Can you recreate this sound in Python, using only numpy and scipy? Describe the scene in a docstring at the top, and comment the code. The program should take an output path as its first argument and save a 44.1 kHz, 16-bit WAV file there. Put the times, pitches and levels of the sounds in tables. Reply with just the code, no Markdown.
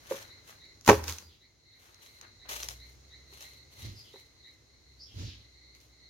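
"""Logs dropped in a yard

An armful of logs bumps once, then falls on dry grass in a yard fenced with corrugated iron; one log rolls to rest.
Logs, soil and a humming fence sheet are fading or swelling sine tones, with bursts of noise for the bark.
Grass, stalks and shifting feet are crackling noise; two soft whumps are swells of low noise and a boom.
Small birds chatter and call in gliding tones, an engine drones far away and shaped noise makes the air."""
import sys
import numpy as np
from scipy import signal
from scipy.fft import rfft, irfft, next_fast_len
from scipy.io import wavfile
from scipy.ndimage import map_coordinates

SR = 44100
rng = np.random.default_rng(int(sys.argv[2]) if len(sys.argv) > 2 else 0)


def to_wav(sig):
    """Store sig (one row per channel, or 1-D mono) as 16-bit WAV at the path in sys.argv[1].

    Samples outside -1..1 are clipped; the rate is SR.
    """
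    pcm = np.clip(np.atleast_2d(sig), -1, 1) * 32767
    pcm = np.round(pcm).astype(np.int16)
    wavfile.write(sys.argv[1], SR, pcm.T)  # frames by channels


N = 268727  # length in samples


def amp(db):
    """Turn decibels into a gain."""
    return 10 ** (np.asarray(db) / 20)


def unit(x):
    """Scale a sound to an rms level of 1."""
    return x / np.sqrt(np.mean(x ** 2) + 1e-20)


def along(points, hz):
    """Read a curve of (frequency_hz, value) points on a log frequency axis."""
    f, v = np.transpose(points)
    return np.interp(np.log(hz + 1), np.log(f + 1), v)


def level(curve):
    """Gain per sample from (time_s, level_db) rows, relative to their mean."""
    s, db = np.transpose(curve)
    return amp(np.interp(np.arange(N) / SR, s, db - db.mean()))


def wobble(rate, size=N):
    """A smooth random curve through rate random points a second."""
    points = rng.standard_normal(int(size * rate / SR) + 4)
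    return map_coordinates(points, [np.arange(size) * rate / SR])


def filtered(x, response):
    """Multiply the spectrum of x by a response that depends on frequency."""
    n = x.shape[-1]
    m = next_fast_len(n + SR // 5)
    return irfft(rfft(x, m) * response(np.fft.rfftfreq(m, 1 / SR)), m)[..., :n]


def coloured(x, spectrum, size=4096):
    """Shape noise with a (frequency_hz, level_db) spectrum, keeping the power of white noise."""
    cepstrum = irfft(np.log(amp(along(spectrum, np.fft.rfftfreq(size, 1 / SR)))))
    # folding the cepstrum onto positive times makes a filter that never sounds early
    cepstrum[1:size // 2] *= 2
    cepstrum[size // 2 + 1:] = 0
    pulse = irfft(np.exp(rfft(cepstrum)))
    return signal.fftconvolve(x, pulse[None] / np.linalg.norm(pulse), axes=1)[:, :x.shape[1]]


def spread(pair, alike):
    """Mix two unrelated signals into a left and right of the given likeness."""
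    def turn(hz):
        return np.arccos(np.clip(along(alike, hz), -1, 1)) / 2

    mid, side = filtered(pair, lambda hz: np.array([np.cos(turn(hz)), np.sin(turn(hz))]))
    return np.array([mid + side, mid - side])


def from_side(pair, lead):
    """A sound from the left reaches the left channel lead seconds before the right; negative is the right."""
    return filtered(pair, lambda hz: np.exp(1j * np.pi * hz * lead * np.array([[1], [-1]])))


def add(track, s, sound):
    """Mix a sound into a track at time s."""
    start = max(round(s * SR), 0)
    track[..., start:start + sound.shape[-1]] += sound[..., :N - start]


def fade(t, t60):
    """Free decay that falls 60 dB in t60 seconds."""
    return np.exp(-np.log(1000) * t / t60)


def crackle(rate, spread_db, hiss):
    """Two streams of tiny fractures, rate a second and uneven in size, over a smooth hiss."""
    sizes = amp(spread_db * np.minimum(rng.exponential(size=(2, N)), 4))
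    happens = rng.random((2, N)) < rate / SR
    ticks = happens * sizes * rng.standard_normal((2, N))
    return unit(unit(ticks) + hiss * rng.standard_normal((2, N)))


SAG_DB_PER_S = 29  # a push weakens while it lasts
REBOUND_DB, REBOUND_T60 = -23.5, 0.7  # bent stalks go on rustling as they spring back; t60 in s
LINGER = 0.61  # a push that builds slowly also lets go slowly: seconds of release per second of rise


def pushes(events, release_t60, rebound=False):
    """Gain per sample: each push swells by 60 dB in its rise time, sags while held and dies away."""
    t, power = np.arange(N) / SR, np.zeros(N)
    for s, db, rise, hold in events:
        before = np.maximum(s - t, 0)
        held = np.clip(t - s, 0, hold)
        after = np.maximum(t - s - hold, 0)
        release = fade(after, release_t60 + LINGER * rise)
        if rebound:
            release = np.maximum(release, amp(REBOUND_DB) * fade(after, REBOUND_T60))
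        power += (amp(db - SAG_DB_PER_S * held) * fade(before, rise) * release) ** 2
    return np.sqrt(power)


# Tone colour of the surroundings: frequency_hz, relative level_db_per_hz
AIR_COLOUR = [(25, -27.5), (55, -5), (105, -1), (180, -15), (340, -10), (700, -20.5), (1500, -23.5),
              (3100, -26), (5000, -21), (6700, -18.5), (7400, -32.5), (16000, -40.5)]
# How alike left and right are in open air: frequency_hz, likeness (1 = same)
AIR_LIKENESS = [(130, 0.8), (400, 0.43), (1500, 0.1), (6000, .1)]
# Rise and fall of the far surroundings: time_s, relative level_db
FAR_LEVEL = [(0, 3.5), (.7, 1.5), (1.55, -5), (2.7, 2), (4, 0.5), (4.7, -1.5), (6.09, -1.5)]


def air(air_db=-63):
    """The soft rumble and hiss of the neighbourhood: shaped noise of slowly changing level."""
    noise = spread(coloured(rng.standard_normal((2, N)), AIR_COLOUR), AIR_LIKENESS)
    return unit(noise) * amp(air_db + 0.34 * wobble(4)) * level(FAR_LEVEL)


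# Course of the far engine: time_s, firing_hz, relative level_db
ENGINE_COURSE = [(0, 51.4, -84.5), (2.351, 55.08, -75), (2.54, 57.25, -54.5), (2.85, 61.95, -53.5),
                 (3.1, 66.92, -62), (3.5, 68.2, -62), (4.3, 67.12, -76), (5.1, 64.5, -61),
                 (6.09, 62.45, -66)]


def engine(engine_db=2, second_db=-11):
    """A far engine speeds up, then eases a little; only its two lowest orders carry."""
    t = np.arange(N) / SR
    s, hz, db = np.transpose(ENGINE_COURSE)
    phase = 2 * np.pi * np.cumsum(np.interp(t, s, hz)) / SR
    gain = amp(np.interp(t, s, db) + engine_db + wobble(7))
    second = np.sin(2 * phase + 0.51 * wobble(12))
    return gain * (np.sin(phase) + amp(second_db) * second)


# How long the yard's late echo lasts: frequency_hz, t60_s
YARD_DECAY = [(100, 0.96), (500, 0.47), (1500, 0.61), (5000, 0.43), (14000, 0.66)]


def yard(x, early_t60=0.09, late_db=-9):
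    """The iron fences throw back a quick flutter and a fainter longer tail, made of fading noise."""
    hz, t, z = signal.stft(rng.standard_normal((2, SR * 2 // 3)), SR, nperseg=256)
    late = fade(t, along(YARD_DECAY, hz)[:, None])
    decay = fade(t, early_t60) + amp(late_db) * late
    tail = spread(signal.istft(z * decay, SR, nperseg=256)[1], AIR_LIKENESS)
    delay = round(0.008 * SR)  # the echo starts 8 ms late
    tail = np.pad(tail / np.linalg.norm(tail[0]), ((0, 0), (delay, 0)))
    return signal.fftconvolve(x, tail, axes=1)[:, :N]


# Short rasping bird calls: start_s, relative level_db, pitch_hz (middle of the upward glide)
BIRD_CALLS = [(0.283, -53.5, 1992), (0.599, -53, 2004), (1.40, -59, 2037), (1.71, -59, 2010),
              (2.039, -58, 2027), (2.389, -54.5, 2005), (2.79, -51.5, 2040), (3.10, -52, 1998),
              (3.41, -51, 2042), (3.80, -50.5, 2030), (4.12, -53.5, 1992), (4.43, -52, 1990),
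              (4.70, -66, 2094), (5.53, -63, 2108), (5.70, -60.5, 2106), (5.89, -65.5, 2070)]
# Thin bird whistles: start_s, length_s, relative level_db, start_pitch_hz, end_pitch_hz
BIRD_WHISTLES = [(1.22, 0.039, -50, 4830, 4775), (1.258, 0.11, -57.5, 4440, 3000),
                 (3.938, .1, -48, 5150, 4655), (4.022, 0.098, -55.5, 3620, 2950),
                 (4.986, 0.057, -45, 4545, 5140), (5.006, 0.0496, -47, 5390, 5530),
                 (5.051, 0.11, -55.5, 3480, 2870), (5.205, 0.15, -45, 5200, 3110)]
# Far birds blend into two bands: centre_hz, half_width_hz, relative level_db
FLOCK_BANDS = [(2070, 110, -6), (4124, 240, -2)]


def rasping_calls(call_s=0.063, rise=0.11, rasp=0.026, low_db=-7, chirp_db=3):
    """Rising, trilled calls with a rough pitch, strongest on their second harmonic."""
    out = np.zeros(N)
    u = np.linspace(0, 1, round(call_s * SR))  # progress through a call
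    for s, db, pitch_hz in BIRD_CALLS:
        hz = pitch_hz * (1 + rise * (u - 0.5) + rasp * wobble(700, size=len(u)))
        phase = 2 * np.pi * np.cumsum(hz) / SR
        trill = 1 + 0.7 * np.sin(2 * np.pi * 190 * u * call_s)  # 190 beats a second
        voice = np.sin(2 * phase) + amp(low_db) * 2 * u * np.sin(phase)
        add(out, s, amp(db + chirp_db) * np.sqrt(4 * u * (1 - u)) * trill * voice)
    return out


def whistles(quaver=0.013, hoarse=0.424, whistle_db=1):
    """Thin gliding tones with an unsteady pitch."""
    out = np.zeros(N)
    for s, length, db, start_hz, end_hz in BIRD_WHISTLES:
        u = np.linspace(0, 1, round(length * SR))
        depth = quaver + hoarse * abs(np.log(end_hz / start_hz))  # wide sweeps are the hoarsest
        hz = (start_hz + (end_hz - start_hz) * u) * (1 + depth * wobble(1500, size=len(u)))
        tone = np.sin(2 * np.pi * np.cumsum(hz) / SR)
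        add(out, s, amp(db + whistle_db) * np.sin(np.pi * u) * tone)
    return out


def flock(chatter_db=-65):
    """The far flock is noise in two bands with a restless level."""
    def bands(hz):
        return sum(amp(db) * np.exp(-0.5 * ((hz - centre) / width) ** 2) for centre, width, db in FLOCK_BANDS)

    noise = unit(filtered(rng.standard_normal((2, N)), bands))
    return noise * amp(chatter_db + 4.5 * wobble(8.1) + 1.4 * wobble(90)) * level(FAR_LEVEL)


def birds(direct_db=-8, wet_db=-3):
    """Calls and whistles, direct and echoed, over the chatter of the far flock."""
    voices = rasping_calls() + whistles()
    echo = yard(np.array([voices, voices]), early_t60=0.037, late_db=-2)
    return amp(direct_db) * voices + amp(wet_db) * echo + flock()


# Soft low swells: start_s (full strength), relative level_db, rise_s, hold_s
WHUMP_SWELLS = [(3.85, -41.5, 0.217, 0.033), (5.195, -38.5, 0.21, 0.042)]
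# Tone colour of the swells: frequency_hz, relative level_db_per_hz
WHUMP_COLOUR = [(25, -32.5), (60, 5), (120, 0), (180, -11), (300, -10.5), (450, -20), (700, -29.5),
                (1700, -30), (4000, -21), (6700, -26.5), (7500, -40), (16000, -51.5)]


def whumps(whump_db=-2, boom_db=0, boom_hz=103, release_t60=0.32, lead=-0.000392):
    """Two soft low swells of noise from the right, each with a wavering boom at its core."""
    noise = coloured(rng.standard_normal((2, N)), WHUMP_COLOUR)
    noise = spread(noise, [(150, 0.92), (600, 0.52), (3000, 0.21)])
    boom = np.sin(2 * np.pi * boom_hz * np.arange(N) / SR + 1.43 * wobble(28))
    core = amp(whump_db) * unit(noise) + amp(boom_db) * boom
    swell = pushes(WHUMP_SWELLS, release_t60) * core
    return from_side(swell, lead) * amp([[-1], [1]])


# Grass rustles, and a faint hiss swells around the second soft whump:
# start_s (full strength), relative level_db, rise_s, hold_s
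GRASS_RUSTLES = [(0.08, -62, 0.41, .03), (0.108, -51, .07, .06), (.2, -59.5, .25, 0.024),
                 (0.48, -61, .12, 0.034), (1.83, -67.5, 0.36, 0.067), (2.03, -63.5, 0.16, .04),
                 (2.14, -69.5, .3, .06), (2.492, -45.5, 0.017, 0.16), (2.69, -49.5, .05, 0.00508),
                 (2.87, -73, .4, .06), (3.335, -62, 0.16, 0.098), (3.41, -58.5, 0.042, .025),
                 (3.49, -64, 0.31, 0.034), (3.715, -65.5, 0.054, .05), (3.79, -59.5, 0.148, .07),
                 (3.97, -67, .4, 0.08), (4.17, -68.5, 0.49, .01), (4.49, -78.5, 0.27, .04),
                 (5.19, -71, 0.99, 0.0787), (5.75, -70, 0.031, 0.0201), (5.81, -70, .1, .04)]
# A sole scuffs the soil: start_s (full strength), relative level_db, rise_s, hold_s
SOLE_SCUFFS = [(0.15, -50, 0.51, 0.035), (0.375, -62, .05, .01), (0.492, -58, 0.19, .05),
               (1.87, -63.5, 0.49, .15), (2.232, -56, 0.134, .015), (2.46, -54.5, 0.06, 0.027)]
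# Tone colour of rustling straw: frequency_hz, relative level_db_per_hz
STRAW_COLOUR = [(150, -50), (250, -15), (576, -3.5), (710, -7), (1160, -5.5), (1640, -5), (2570, -3.5),
                (4120, -4), (4730, -8.5), (6360, -1.5), (7570, -12), (13200, -8.5), (16000, -17)]
# How alike left and right are for grass: frequency_hz, likeness (1 = same)
GRASS_LIKENESS = [(300, .9), (1500, 0.98), (4000, 0.12), (12000, .15)]


def feet(rustle_db=6, scuff_db=-2, rustle_t60=0.16, scuff_t60=0.25, uneven_db=1.98, lead=0.0003):
    """To the left, grass rustles as feet shift, soles scuff and a hiss swells around the second whump."""
    straw = spread(coloured(crackle(rate=1700, spread_db=3.5, hiss=1.0), STRAW_COLOUR), GRASS_LIKENESS)
    soil_colour = [(150, -9.0), (450, -5.0), (1100, -2.0), (1700, 0.5), (3000, -9.5), (8000, -30)]
    grit = coloured(crackle(rate=990, spread_db=4, hiss=0.9), soil_colour)
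    swell = pushes(GRASS_RUSTLES, rustle_t60, rebound=True)
    rustle = amp(rustle_db + uneven_db * wobble(80)) * swell * straw
    scuff = amp(scuff_db) * pushes(SOLE_SCUFFS, scuff_t60) * spread(grit, AIR_LIKENESS)
    return from_side(rustle + scuff, lead) * amp([[1.2], [-1.2]])


# Single stalks break: start_s, relative level_db, narrow_db (above 0 the crack sounds narrower, below 0 wider)
STALK_SNAPS = [(0.191, -35.5, -2), (.227, -35.5, -0.5), (.279, -43, 0.5), (.654, -51, 0.5),
               (0.811, -39, -1), (0.8483, -33, -1), (0.8632, -23.5, -2.5), (0.8777, -11.5, -0.5),
               (.889, -12, 0), (.897, -12, -4), (1.040, -25, -1), (1.0808, -20, -1.5), (1.096, -23.5, 0.5),
               (1.124, -24, 0.5), (1.1847, -27, -2), (1.188, -33.5, -2), (1.225, -42.5, 3),
               (1.945, -41.5, -5.5), (2.0627, -44.5, 12), (2.213, -32, -1), (2.492, -28.5, -4),
               (2.628, -25.5, 4.5), (2.632, -24, 8.5), (2.687, -19.5, 0.5), (3.408, -39.5, 5),
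               (3.425, -36, -2), (5.7498, -44, -7), (5.803, -46, -2)]


def snaps(snap_db=-6, t60=0.009):
    """Thicker stalks break with one short crack: a quickly fading burst of noise."""
    out, t = np.zeros((2, N)), np.arange(SR // 20) / SR
    for s, db, narrow_db in STALK_SNAPS:
        mid_side = amp([[narrow_db / 2], [-narrow_db / 2]])
        crack = fade(t, t60) * rng.standard_normal((2, len(t)))
        add(out, s, amp(db + snap_db) * mid_side * crack)
    colour = [(200, -20.0), (1500, -5), (4000, -2.5), (6500, 5.5), (7700, -11.5), (13000, -8), (16000, -19.5)]
    return spread(coloured(out, colour), GRASS_LIKENESS)


# A log presses into the grass: start_s (full strength), relative level_db, rise_s, hold_s
LOG_PRESSES = [(0.881, -30.5, .06, 0.0073), (1.04, -48.5, .03, .003), (1.081, -40.5, .05, 0.014),
               (1.14, -54, .05, 0.0044), (1.189, -61.5, .015, .02)]
# Tone colour of crushed stalks: frequency_hz, relative level_db_per_hz
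CRUSHED_COLOUR = [(150, -38.5), (250, -5.5), (354, -10), (460, -3.5), (662, -17), (1020, -5.5), (1160, -5),
                  (1880, -8), (6470, -3.5), (7700, -13.5), (13400, -11), (16000, -13.5)]


def crushed_grass(crush_db=3, release_t60=0.23, uneven_db=-1.1):
    """Dry stalks crackle under each landing log: many tiny fractures over a hiss."""
    stalks = coloured(crackle(rate=1900, spread_db=0.5, hiss=0.62), CRUSHED_COLOUR)
    stalks = spread(stalks, GRASS_LIKENESS)
    return amp(crush_db + uneven_db * wobble(130)) * pushes(LOG_PRESSES, release_t60) * stalks


# Logs meet the soil: start_s, relative level_db, pitch_hz, t60_s
SOIL_THUDS = [(0.882, -17, 103.4, 0.22), (0.8816, -11, 196.4, 0.062), (0.881, -31, 64, 0.36),
              (0.93, -44, 125, 0.49), (1.075, -53.5, 132.4, 0.21)]
# The fence sheet's low hum swells and sinks after the logs land:
# start_s (full strength), relative level_db, rise_s, hold_s
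FENCE_HUM = [(0.925, -36, .09, 0.11), (1.085, -39, .2, 0.031), (1.255, -55.5, .15, 0.043)]


def ground(hum_hz=80.5, hum_db=2, hum_t60=0.088, attack=0.0057):
    """The soil takes the weight with low, fading thuds; a fence sheet's low hum then swells and sinks."""
    out, t = np.zeros(N), np.arange(SR // 2) / SR
    for s, db, hz, t60 in SOIL_THUDS:
        thud = np.sin(2 * np.pi * hz * t) * fade(t, t60) * (1 - np.exp(-t / attack))
        add(out, s, -amp(db) * thud)
    hum = np.sin(2 * np.pi * hum_hz * np.arange(N) / SR + 0.3 * wobble(17))
    return out + amp(hum_db) * pushes(FENCE_HUM, hum_t60) * hum


# Wood on wood, and dull low knocks within the heavy rustle at 2.5 s:
# start_s, relative ring_db, lowest_pitch_hz, relative clack_db, ring_length (share of the modes' t60)
KNOCK_EVENTS = [(0.1105, -18.5, 536.6, -43, 0.45), (0.1115, -28, 433, -64, 0.7),
                (0.1122, -25.5, 349, -61, 0.37), (0.1207, -38, 546, -40.5, 0.29),
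                (0.141, -37.5, 552, -45.5, 0.71), (0.877, -28, 300, -19, 0.9),
                (0.888, -18, 480, -16.5, 0.63), (0.8900, -10.5, 419.3, -13, 0.88),
                (0.8955, -13.5, 537.5, -13.5, 0.83), (0.8962, -21.5, 456.4, -11, .5),
                (0.897, -22, 301.4, -20, 0.76), (0.907, -22, 335, -21, 0.78),
                (0.9140, -19.5, 413, -23, 0.66), (0.929, -22.5, 440, -27.5, .5),
                (.942, -32.5, 546, -32.5, 0.63), (1.082, -41.5, 483, -47, 0.29),
                (1.224, -65, 621, -56.5, .5), (2.454, -69, 636, -59, 0.42), (2.499, -48.5, 573, -60, 0.82),
                (2.515, -53, 404, -55, 0.75), (2.535, -46.5, 574, -52, 0.39), (3.325, -55, 399, -65, 0.73),
                (4.138, -43, 417, -64, 0.48), (4.141, -53, 535, -62, 0.85), (4.158, -49, 390, -59, 0.56)]
# A log's bending modes: pitch_ratio (multiple of the lowest), relative level_db, t60_s (before ring_length)
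LOG_MODES = [(1, 2, 0.14), (1.8, -10, 0.054), (1.96, -5, .08), (2.15, -3, 0.045), (2.82, -7.5, 0.05),
             (3.42, -21.5, 0.062), (3.77, -23.5, 0.13), (4.58, -20.5, .08), (5.25, -21.5, .07),
             (5.9, -24.5, .07), (7.07, -26.5, 0.035)]
# Tone colour of bark on bark: frequency_hz, relative level_db_per_hz
BARK_COLOUR = [(30, -41), (70, -19), (180, -2.5), (350, -7), (650, -4), (980, 1), (1400, -8.5),
               (2000, -11.5), (2700, -13.5), (3300, -25.5), (5000, -25.5), (6600, -17.5), (7600, -42.5),
               (16000, -41)]


def logs(clack_t60=0.028, attack=0.0011, vary_db=0.83, lead=0.00008):
    """Logs ring in a few damped bending modes as bark clacks; dull knocks in the rustle sound the same way."""
    rings, clacks, t = np.zeros((2, N)), np.zeros((2, N)), np.arange(SR // 3) / SR
    for s, ring_db, pitch_hz, clack_db, length in KNOCK_EVENTS:
        soft_db = min(0, 0.5 * (clack_db - ring_db + 2))  # a soft contact hardly wakes the upper modes
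        ring = np.zeros(len(t))
        for ratio, db, t60 in LOG_MODES:
            change_db = (soft_db + vary_db * rng.normal()) * (ratio > 1)
            ring += amp(db + change_db) * fade(t, t60 * length) * np.sin(2 * np.pi * pitch_hz * ratio * t)
        onset = 1 - np.exp(-t / attack * amp(soft_db))  # and starts more gently
        add(rings, s, amp(ring_db) * ring * onset)
        add(clacks, s, amp(clack_db) * fade(t, clack_t60) * rng.standard_normal((2, len(t))))
    clacks = spread(coloured(clacks, BARK_COLOUR), [(200, 1.0), (450, 0.59), (1000, 0.26), (4000, 0.4)])
    return from_side(rings, lead) * amp([[-1], [1]]) + amp(5.5) * clacks


def scene(wood_wet_db=-14, grass_wet_db=-9, low_lead=0.00022):
    """The surroundings, the near sounds and their answer from the fences."""
    surroundings = air() + birds() + whumps()
    low = from_side(engine() + ground(), low_lead) * amp([[-0.3], [0.3]])
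    straw = feet() + snaps() + crushed_grass()
    wood = logs()
    echo = yard(amp(wood_wet_db) * wood + amp(grass_wet_db) * straw)
    return surroundings + low + straw + wood + echo


def record(dry):
    """The recorder rounds off the highest peaks and keeps nothing above its band limit."""
    top_hz = 15950
    rounded = dry / (1 + np.abs(dry / 0.9) ** 6) ** (1 / 6)
    return filtered(rounded, lambda hz: hz < top_hz)


dry = scene()
out = record(dry)
to_wav(out)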